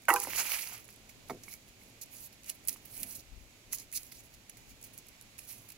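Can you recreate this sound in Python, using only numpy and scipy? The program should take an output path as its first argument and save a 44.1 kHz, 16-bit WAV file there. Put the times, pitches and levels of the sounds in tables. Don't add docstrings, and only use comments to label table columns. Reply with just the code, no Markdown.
import sys
import numpy as np
from scipy import signal
from scipy.fft import rfft, irfft
from scipy.io import wavfile

SR = 44100
rng = np.random.default_rng(int(sys.argv[2]) if len(sys.argv) > 2 else 0)


def dump_mix(stems):
    frames = np.atleast_2d(stems).T
    limited = np.clip(frames, -1, 1)
    pcm = np.round(limited * 32767).astype(np.int16)
    wavfile.write(sys.argv[1], SR, pcm)


def linear_from_db(decibels):
    return 10 ** (np.asarray(decibels, float) / 20)


N = 254456

# (frequency [Hz], density [dB per Hz])
AIR_SPECTRUM = [(12, -20.5), (20, -2), (113, -3), (172, -4), (251, -1), (380, -6.5), (690, -11),
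                (1190, -21.5), (1500, -25), (1950, -88.5), (3300, -120)]
# (frequency [Hz], density [dB per Hz])
HISS_SPECTRUM = [(500, 3.5), (1200, -2), (2500, -2), (4000, -0.5), (7000, -2), (9000, -12.5),
                 (10500, -12.5), (15500, -15.5)]
AIR_DB, HISS_DB = -66.5, -64.5
# (time [s], level [dB], half-width [s])
GUSTS = [
    (.35, 6, 0.089),
    (1.3, 2.5, 0.5),
    (3.03, 5, 0.16),
    (3.2, 1.5, 0.075),
    (4.7, 2, 0.23),
    (5.65, 1.5, 0.12),
]
# (time [s], level [dB], half-width [s])
PUFFS = [
    (1.0, -2, .15),
    (3.37, 18, 0.084),
    (4.72, 7, 0.084),
]

# (time [s], peak
# level [dB], part below 8 kHz [dB])
LEAF_SNAPS = [(0.054, -43, 5), (0.0841, -23.5, -7), (0.0912, -15.5, -28), (.108, -25, -13.5),
              (0.1388, -11, -17), (0.161, -21.5, 2), (0.201, -20.5, -12), (0.23, -43, -15),
              (0.2371, -20.5, -24), (0.332, -46, -4), (0.463, -32, -3), (0.589, -33, 4), (0.673, -53, 5),
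              (.733, -31.5, -19), (.7498, -40, -12), (.779, -38, -18), (.3621, -31, -12),
              (.3805, -31, -14), (.3935, -34, -12), (0.405, -32, -1), (.523, -32, -12), (0.545, -26, -12),
              (0.844, -45, -6), (0.88, -42, -10), (0.8895, -44, -10), (0.904, -38, -17), (0.927, -45, -15),
              (0.9406, -47, -8.5), (0.961, -44.5, -10),
              (1.4355, -39, -11), (1.5387, -38, 1), (2.4435, -36.5, -10), (2.4747, -44, -12),
              (2.4955, -25, -5.5), (2.4996, -22, -8), (2.651, -39, -19), (2.6746, -22, -30),
              (2.677, -32, -12), (2.6833, -20, -8), (2.6848, -15.5, -22), (2.6878, -24, -5),
              (2.6934, -15, -16), (2.7286, -30, -14), (3.031, -22, -18), (3.032, -21.5, -7.5),
              (3.7265, -25, -7), (3.731, -23, -12), (3.746, -27, -24), (3.7852, -33.5, 5), (3.8, -34, -12),
              (3.926, -29, -16), (3.9635, -23, -16), (3.974, -23.5, -23), (4.4965, -33, -19),
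              (4.571, -45, -2), (4.8258, -36, -17), (4.9783, -34, -16), (4.985, -37, -18), (5.2121, -40, 0),
              (5.3815, -36, -11), (5.3894, -30, -24),
              (.021, -48, -3), (.0363, -48, -5), (0.102, -25, -11), (0.22, -30, 4), (0.5725, -31, -13),
               (0.626, -33, -4), (0.6357, -38, -12), (0.6884, -35, -10), (0.803, -41, -17.5),
               (.8522, -42, -7), (0.909, -48, -11), (.935, -49, -11), (1.285, -44, -10), (1.347, -48, -14),
               (1.4945, -45, -17), (1.5017, -46, -17), (1.679, -51, -13), (1.836, -46, -12),
               (1.9, -49, -12), (2.0596, -44, -12), (2.1679, -42, -12), (2.4341, -44, -4),
               (2.4596, -43, -8), (2.463, -41, -5), (2.4678, -45, -17), (2.6401, -50, -5),
               (2.7084, -44, -6), (2.9774, -33, -17), (3.154, -36, -19), (3.1669, -37, -13),
               (3.2041, -49, -4), (3.7488, -29, -17), (3.7544, -36, -12), (3.761, -36, -12),
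               (3.775, -39, -4), (3.8259, -50, -7), (3.9166, -41, -5), (3.929, -31, -20),
               (3.9373, -35, -10), (3.947, -32, -11), (3.9508, -30, -10), (4.032, -39, 2),
               (4.067, -40.5, -12), (4.2375, -50, -7), (4.2441, -54, -6), (4.6936, -50, -7),
               (4.8141, -44, -15), (4.8171, -49, -11), (4.8287, -41, -5), (4.84, -44, -14),
               (4.8438, -39, -16), (4.932, -47, -4), (4.9875, -42, -16), (5.0677, -48, -13),
               (5.0853, -40, -3), (5.0893, -44, -8), (5.2238, -44, -12), (5.7035, -35, -10),
               (5.72, -42, -6), (5.723, -44, -14)]
SNAP_TOP_DB, SNAP_MIDDLE_DB, SNAP_RING_DB = -11, -2, -9.5
STRAY_PER_S, STRAY_SPREAD_DB = 25, 1

# (time [s], level [dB], frequency [Hz], ring [cycles])
TICKS = [(.053, -53.5, 2300, 20), (0.2187, -38.5, 2240, 13), (0.2485, -41, 1960, 20), (.281, -45, 2140, 33),
         (0.334, -26.5, 2070, 7.4), (0.382, -39, 2220, 57), (0.401, -35, 1500, 32), (.589, -61, 6800, 35),
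         (0.6743, -34, 4940, 34), (.889, -38.5, 1700, 2.3), (1.479, -57, 2240, 59),
         (1.482, -49.5, 2190, 75), (1.527, -57, 2190, 74), (1.54, -53, 2260, 65), (1.816, -56.5, 2160, 37),
         (2.498, -44, 2860, 38), (2.686, -63, 2120, 18), (2.689, -56, 1300, 9.8), (2.76, -48, 1080, 8.2),
         (2.761, -50, 1600, 8), (2.762, -55, 2700, 12), (2.689, -56, 1700, 6.8), (2.691, -57, 900, 6),
         (3.732, -48, 2020, 79), (3.734, -43, 1090, 8.9), (3.928, -50, 2170, 21), (3.934, -56, 2250, 20),
         (3.938, -52, 2670, 36), (3.952, -51, 2640, 30), (3.962, -53, 2680, 30), (3.971, -54, 2700, 33),
         (4.122, -53.5, 2050, 30), (4.125, -52, 3550, 40), (4.116, -46.5, 5060, 40), (4.123, -46, 4630, 30),
         (4.571, -58, 2100, 25), (1.481, -46, 1090, 8), (1.095, -55, 2210, 29), (0.425, -45, 2400, 10),
         (0.553, -38, 2470, 21), (5.391, -46.5, 2580, 24)]

# (time [s],
# level [dB])
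STICKS = [
    ([(584, -11, 0.04), (670, -5, 0.05), (932, 3, 0.014), (1274, -1, 0.014), (1491, 0.5, 0.039), (1861, -8.5, 0.03), (2150, -8, 0.015), (3050, -14.5, .02)], [(.0828, -27), (.0843, -22), (.0861, -24.5), (.0881, -23.5), (.0945, -27.5)]),
    ([(329, -25, 0.066), (805, -9.5, 0.04), (1272, -3, 0.09), (1781, -16.5, 0.04), (1965, -11, 0.06), (2186, -18.5, .045), (2745, -14.5, 0.04)], [(.1028, -16), (.1055, -23), (.1095, -25.5), (.114, -53), (.1295, -36)]),
    ([(932, 2.5, 0.033), (1000, 2.5, .04), (1130, -5.5, .04), (1350, 0, .03)], [(.0932, -34), (.0955, -21), (.1095, -27), (.129, -40), (.1315, -31), (.143, -32), (.151, -36), (.184, -39.5), (.2345, -45), (.249, -46)]),
    ([(322, -4.5, .07), (388, 1, .08), (488, -2.5, .06), (683, -4.5, .05)], [(.103, -38), (.109, -35), (.148, -36.5), (.168, -45), (.184, -58), (.191, -51), (.221, -54), (.244, -61), (.25, -53), (.282, -46)]),
    ([(388, -15.5, 0.14), (488, -17, 0.14), (813, -5.5, 0.15), (998, -5.5, 0.08), (1196, -14.5, 0.13), (1830, -22, 0.054)], [(.119, -23.5), (.131, -32), (.1405, -20), (.1445, -35), (.206, -40.5)]),
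    ([(1010, 4.5, 0.045), (1572, 0.5, 0.06), (2455, -8.5, 0.045), (2934, -12, .03)], [(.1615, -30.5), (.1675, -34)]),
    ([(290, -7.5, 0.038), (560, -2, 0.038), (905, 4, 0.01)], [(.2715, -35.5), (.2755, -43), (.282, -46), (.2865, -43)]),
]
# (time [s], level [dB])
POLE = [
    ([(744, 1, 0.009), (906, 1, 0.012), (1060, -5, 0.013), (1286, -9, 0.025), (1850, -19, 0.018), (2160, -17.5, 0.028), (3670, -20, 0.013)], [(1.2915, -48), (1.2972, -28), (1.3003, -33.5), (1.3017, -40), (1.3048, -30.5), (1.3075, -33), (1.3095, -51), (1.314, -43)]),
    ([(122, -1.5, 0.033), (238, -7.5, 0.045), (396, 1, 0.018), (730, -17, 0.049)], [(1.300, -53), (1.304, -35), (1.312, -35.5), (1.3165, -34), (1.319, -43), (1.332, -39), (1.343, -44), (1.349, -38.5), (1.357, -45), (1.369, -49), (1.376, -49)]),
    ([(110, -1, .1), (203, 1.5, 0.065), (265, -4.5, 0.19), (326, -10.5, .07), (670, -7.5, 0.052)], [(2.69, -58), (2.705, -58.5), (2.855, -57), (3.015, -51), (3.05, -54), (3.07, -56), (3.095, -64), (3.19, -64), (4.71, -58)]),
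]
LONGEST_T60_S = .15
WOODS_T60_S, WOODS_DB = .11, -22

# (time [s], fall [ms], level [dB], part below 8 kHz [dB]); fall spans a tenfold change
CRUSHES = [(0.087, 160, -30, -6.5), (0.137, 12, -31.5, -1), (0.157, 680, -38.5, -3), (0.891, 100, -55, -1),
           (1.092, 34, -49, -3), (1.298, 41, -45, -3), (1.435, 13, -50.5, 5), (1.681, 26, -54.5, -2),
           (2.326, 20, -50, -6), (2.651, 5, -48, -17), (2.685, 28, -29, -6.5), (2.852, 31, -43.5, -12),
           (3.03, 18, -34.5, -6), (3.729, 24, -27, -9.5), (3.928, 160, -38.5, -8), (3.99, 170, -51.5, -5.5),
           (4.119, 18, -42.5, -6), (4.495, 11, -47, 2), (4.57, 72, -51.5, -3), (4.813, 12, -57, -11.5),
           (4.838, 57, -43.5, -6), (4.935, 25, -48.5, -7), (5.083, 18, -51, -9), (5.386, 16, -41.5, -3),
           (5.489, 170, -39, -10.5), (5.687, 15, -42.5, -9), (5.701, 17, -46.5, -6), (5.719, 12, -45.5, -8)]
CRUSH_RISE_MS, CRUSH_HOLD_MS = 2.2, 3.9
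# (greatest load [s], build-up [ms], level [dB], part below 8 kHz
# [dB])
RUBS = [(0.229, 30, -28, -10), (1.29, 27, -51, -9), (1.5, 103, -46, -7), (2.68, 12, -37, -11),
        (3.723, 13, -43, -3.5), (2.125, 40.3, -50.5, -4.5), (2.49, 42, -38.5, -5), (2.548, 22, -50, -26),
        (2.765, 32, -52, -4), (2.828, 22, -73, -13), (2.977, 113, -36.5, -11), (3.103, 89, -39.5, -10),
        (3.42, 74, -65, -6), (3.788, 71, -44.5, -5), (4.063, 42, -51, -8), (4.252, 33, -53, -14),
        (4.34, 25, -53, -1.5), (4.704, 39, -51, -3), (4.981, 39, -53, -1), (5.068, 8, -53, -6),
        (5.222, 17, -55, -8), (5.58, 32, -65, -12), (5.645, 49, -74, -8)]
RUB_HOLD_SHARE, RUB_FALL_SHARE = 0.29, 0.76
CRUSH_DULL_DB, CRUSH_DEEP_DB = -11.5, -15.5
# (time [s], load [dB], weight on the heel [dB], which deepens the crunch)
SCUFF = [
    (.25, -53, 0.48),
    (.34, -43.5, -0.6),
    (0.399, -35, 0.63),
    (.44, -44, 0.58),
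    (.544, -37.5, -0.57),
    (.58, -43.5, -0.082),
    (.708, -51, 0.95),
    (.74, -48, 0.1),
    (.85, -72.5, 0),
]
SCUFF_MIDDLE_DB, SCUFF_DULL_DB = -5.5, -0.9
# (start [s], length [ms], level [dB], part
# below 8 kHz [dB])
SLIDES = [(1.515, 33, -44, -10), (1.808, 90, -60.5, -5), (2.0132, 2, -34.5, -11), (2.016, 5, -41, -4),
          (2.024, 11, -40.5, -3.5), (2.14, 45, -46.5, -7.5), (2.165, 28, -51.5, 0), (2.2, 70, -43.5, -10.5),
          (2.705, 38, -41, -8), (3.15, 20, -39, -13), (3.18, 28, -50, -3), (3.743, 18, -38.5, -4.5),
          (3.954, 20, -32.5, -4.5), (3.9734, 2.2, -30.5, 1.5), (.36, 8, -32, -14), (.38, 36, -30.5, -3.5),
          (.46, 8, -44, -10), (.51, 18, -35, -9), (.62, 20, -39.5, -7), (.725, 29, -50, -2),
          (4.145, 62, -51, -3.5), (5.405, 53, -51, -8), (5.485, 49, -41.5, -10)]
SLIDE_RISE_SHARE, SLIDE_STOP_MS = 0.6, 14
SLIDE_DULL_DB, SLIDE_DEEP_DB = -19, -36
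# (low edge [Hz], high edge [Hz], level [dB])
CRUNCH_BANDS = [(3700, 5200, -13), (300, 750, -22), (750, 1600, -13), (1900, 3300, -9),
                (3900, 5700, -12.5), (5700, 6500, -10), (6500, 7700, -6.5), (8000, 10400, -13),
                (10400, 11800, -15), (11800, 13500, -14.5), (13500, 17500, -9)]

# (frequency [Hz], width [Hz], level [dB])
LEFT_PORT = [(44.9, 240, 3.5), (4230, 1500, 2), (8000, 560, 12.5), (13250, 2000, 5), (15700, 830, -16.5)]
# (frequency [Hz], width [Hz], level [dB])
RIGHT_PORT = [(2382, 1430, 10.5), (6796, 380, 8.5), (7580, 1300, -7.5), (9010, 280, 8.5), (10900, 1500, 5),
              (12760, 6130, 11), (14200, 1100, -9), (15040, 1560, 7)]
RIGHT_DB = 1.5


def rms_one(x):
    return x / np.sqrt(np.mean(x ** 2) + 1e-20)


def band(x, low_hz, high_hz):
    sos = signal.butter(2, [low_hz, min(high_hz, .45 * SR)], "band", fs=SR, output="sos")
    return signal.sosfilt(sos, x) * np.sqrt(SR / 2 / (high_hz - low_hz))


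def low_pass(x, hz):
    return signal.sosfilt(signal.ellip(10, .5, 60, hz, fs=SR, output="sos"), x)


def peaks(x, table):
    for hz, width, db in table:
        w, g = 2 * np.pi * hz / SR, linear_from_db(db / 2)
        q = np.tan(np.pi * width / SR)
        above = [1 + q * g, -2 * np.cos(w), 1 - q * g]
        below = [1 + q / g, -2 * np.cos(w), 1 - q / g]
        x = signal.lfilter(above, below, x)
    return x


def drift(rate_hz):
    every = 40
    r = np.exp(-2 * np.pi * every * rate_hz / SR)
    settle = 2000
    noise = rng.standard_normal(N // every + settle + 2)
    slow = rms_one(signal.lfilter([1], [1, -2 * r, r * r], noise)[settle:])
    return np.interp(np.arange(N) / every, np.arange(len(slow)), slow)


def swells(rows):
    t = np.arange(N) / SR
    return sum(db * np.exp(-((t - s) / width) ** 2) for s, db, width in rows)


def coloured(points):
    hz = np.fft.rfftfreq(N, 1 / SR) + 1
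    at, db = np.transpose(points)
    gain = linear_from_db(np.interp(np.log(hz), np.log(at), db, left=-90, right=db[-1]))
    return rms_one(irfft(rfft(rng.standard_normal(N)) * gain, N))


def pair(alike):
    signs = rng.choice([-1., 1.], (2, N))
    signs[1] = np.where(rng.random(N) < alike, np.roll(signs[0], -2), signs[1])
    return signs


def ring(s, gain, hz, t60):
    clicks = np.full(N, 1e-18)
    clicks[(np.asarray(s) * SR).astype(int)] = gain
    r, w = linear_from_db(-60 / (t60 * SR)), 2 * np.pi * hz / SR
    return signal.lfilter([0, np.sin(w)], [1, -2 * r * np.cos(w), r * r], clicks)


def forest():
    shared = coloured(AIR_SPECTRUM) * linear_from_db(1.1 * drift(6))
    own = coloured(AIR_SPECTRUM) * linear_from_db(-10 + 2.6 * drift(4))
    rumble = peaks(shared, [(113.2, 23, 8.6)]) + own * np.array([[1], [-1]])
    rumble = rumble * linear_from_db(AIR_DB + swells(GUSTS))
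    gust = band(rng.standard_normal(N), 22, 58) * linear_from_db(swells(PUFFS) - 69.5 + 2.1 * drift(3.2))
    hiss = np.array([coloured(HISS_SPECTRUM), coloured(HISS_SPECTRUM)]) * linear_from_db(HISS_DB + .5 * drift(1.1))
    return rumble + gust * linear_from_db([[0], [-14]]) + hiss


def snaps(high, middle):
    s, db, middle_db = np.transpose(LEAF_SNAPS)
    stray = np.flatnonzero(rng.random(N) < STRAY_PER_S / SR)
    stray_db = 20 * np.log10(high[stray]) + STRAY_SPREAD_DB * rng.standard_normal(len(stray))
    s = np.append(s, stray / SR)
    db = np.append(db, stray_db)
    middle_db = np.append(middle_db, 20 * np.log10(middle / high)[stray])
    db = db - 10 * np.log10(1 + linear_from_db(2 * middle_db))
    out, noise = 0, pair(0.33)
    parts = [(db + SNAP_TOP_DB, 9200, 16500), (db + middle_db + SNAP_MIDDLE_DB, 4200, 8000)]
    for k, (part_db, low_hz, high_hz) in enumerate(parts):
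        clicks = np.zeros(N)
        clicks[(s * SR).astype(int)] = linear_from_db(part_db)
        crack = signal.lfilter([1], [1, -np.exp(-1 / (.0006 * SR))], clicks)
        crumble = signal.lfilter([.14], [1, -np.exp(-1 / (.003 * SR))], clicks)
        out = out + (-1) ** k * band((0.67 * crack + crumble) * noise, low_hz, high_hz)
    note = ring(s, linear_from_db(db + SNAP_RING_DB), 10900, .0045)
    return out + band(np.array([np.roll(note, 2), note]), 9000, 15000) * linear_from_db([[-9], [-7]])


def ticks():
    notes = sum(ring(s, linear_from_db(db), hz, cycles / hz) for s, db, hz, cycles in TICKS)
    return signal.sosfilt(signal.butter(2, 600, "high", fs=SR, output="sos"), notes)


def knocks():
    out = np.zeros(N)
    for modes, blows in STICKS + POLE:
        s, db = np.transpose(blows)
        chance_db = rng.normal(0, 1.0, (len(blows), len(modes)))
        for k, (hz, mode_db, t60) in enumerate(modes):
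            gain = linear_from_db(db + mode_db + chance_db[:, k]) * (-1) ** k
            out += ring(s, gain, hz, min(t60, LONGEST_T60_S))
    return signal.sosfilt(signal.butter(3, [170, 3600], "band", fs=SR, output="sos"), out)


def woods(x):
    s = np.arange(int(.5 * SR)) / SR
    envelope = linear_from_db(-60 * s / WOODS_T60_S) * np.minimum(s / 0.0025, 1)
    shared, own = rng.standard_normal((2, len(s))) * envelope
    tail = band(shared, 350.0, 3402) + band(own, 720, 2700) * [[.4], [-.4]]
    tail = tail / np.sqrt(np.sum(tail[0] ** 2))
    return signal.fftconvolve(x[None], tail, axes=1)[:, :N]


def pressure():
    t = np.arange(N) / SR
    at, load_db, heel_db = np.transpose(SCUFF)
    drag_db = np.interp(t, at, load_db, left=-99, right=-99)
    heel_db = np.interp(t, at, heel_db)
    part_db = np.array([[0], [SCUFF_MIDDLE_DB], [SCUFF_DULL_DB], [SCUFF_DULL_DB]])
    power = linear_from_db(drag_db + part_db + heel_db * [[0], [.5], [1], [1]]) ** 2

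    # start [s], rise, hold, fall [ms], level, middle, dull, deep [dB]
    loads = []
    for s, fall, db, mid in CRUSHES:
        loads.append((s, CRUSH_RISE_MS, CRUSH_HOLD_MS, fall, db, mid, CRUSH_DULL_DB, CRUSH_DEEP_DB))
    for s, rise, db, mid in RUBS:
        hold, fall = RUB_HOLD_SHARE * rise, RUB_FALL_SHARE * rise
        loads.append((s, rise, hold, fall, db, mid, CRUSH_DULL_DB, CRUSH_DEEP_DB))
    for s, ms, db, mid in SLIDES:
        rise = SLIDE_RISE_SHARE * ms
        loads.append((s, rise, ms, SLIDE_STOP_MS, db, mid, SLIDE_DULL_DB, SLIDE_DEEP_DB))

    for start, rise, hold, fall, db, middle_db, dull_db, deep_db in loads:
        near = slice(max(int((start - .3) * SR), 0), int((start + .5) * SR))
        ms = 1000 * (t[near] - start)
        away = np.maximum(np.maximum(-ms / rise, (ms - hold) / fall), 0)
        below_db = db + middle_db
        peak_db = [[2 * db - 18.5], [2 * below_db - 15.5], [2 * (below_db + dull_db)],
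                   [2 * (below_db + deep_db)]]
        power[:, near] += linear_from_db(peak_db) * linear_from_db(-40 * away)
    return np.sqrt(power)


def grains(per_s, spread_db, alike):
    sizes = linear_from_db(spread_db * np.minimum(rng.exponential(1, N), 4))
    sizes = sizes * (rng.random(N) < per_s / SR)
    clumps = linear_from_db(1.2 * drift(60) + 1.1 * drift(200))
    return rms_one(signal.lfilter([1], [1, -.8], sizes) * clumps * pair(alike))


def crunch(high, middle, low, deep):
    fine = grains(per_s=16000, spread_db=1.6, alike=.45)
    finest = grains(per_s=16000, spread_db=1.6, alike=.45)
    coarse = grains(per_s=5000, spread_db=2.3, alike=.65)
    sources = [fine * deep, coarse * deep, coarse * deep, coarse * low, band(fine * middle, 3700, 8200),
               fine * middle, fine * middle, finest * high, finest * high, finest * high, fine * high]
    out = 0
    for k, (x, (low_hz, high_hz, db)) in enumerate(zip(sources, CRUNCH_BANDS)):
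        flicker = linear_from_db(db + 1.92 * drift(15.4) + 0.85 * drift(48.4))
        out = out + (-1) ** k * flicker * band(x, low_hz, high_hz)
    return out


def scene():
    wood = knocks()
    high, middle, low, deep = pressure()
    leaves = low_pass(snaps(high, middle), 16100)
    leaves = leaves + low_pass(crunch(high, middle, low, deep) + forest(), 15800)
    direct = wood * linear_from_db([[-1.5], [0]]) + ticks() * linear_from_db([[-1.2], [0]])
    return direct + linear_from_db(WOODS_DB) * woods(wood) + leaves


def top_cut(x):
    return signal.sosfilt(signal.butter(12, 16970, fs=SR, output="sos"), x)


def record(dry):
    left = peaks(dry[0], LEFT_PORT)
    right = linear_from_db(RIGHT_DB) * peaks(dry[1], RIGHT_PORT)
    return top_cut(np.array([left, right]))


dry = scene()
out = record(dry)
dump_mix(out)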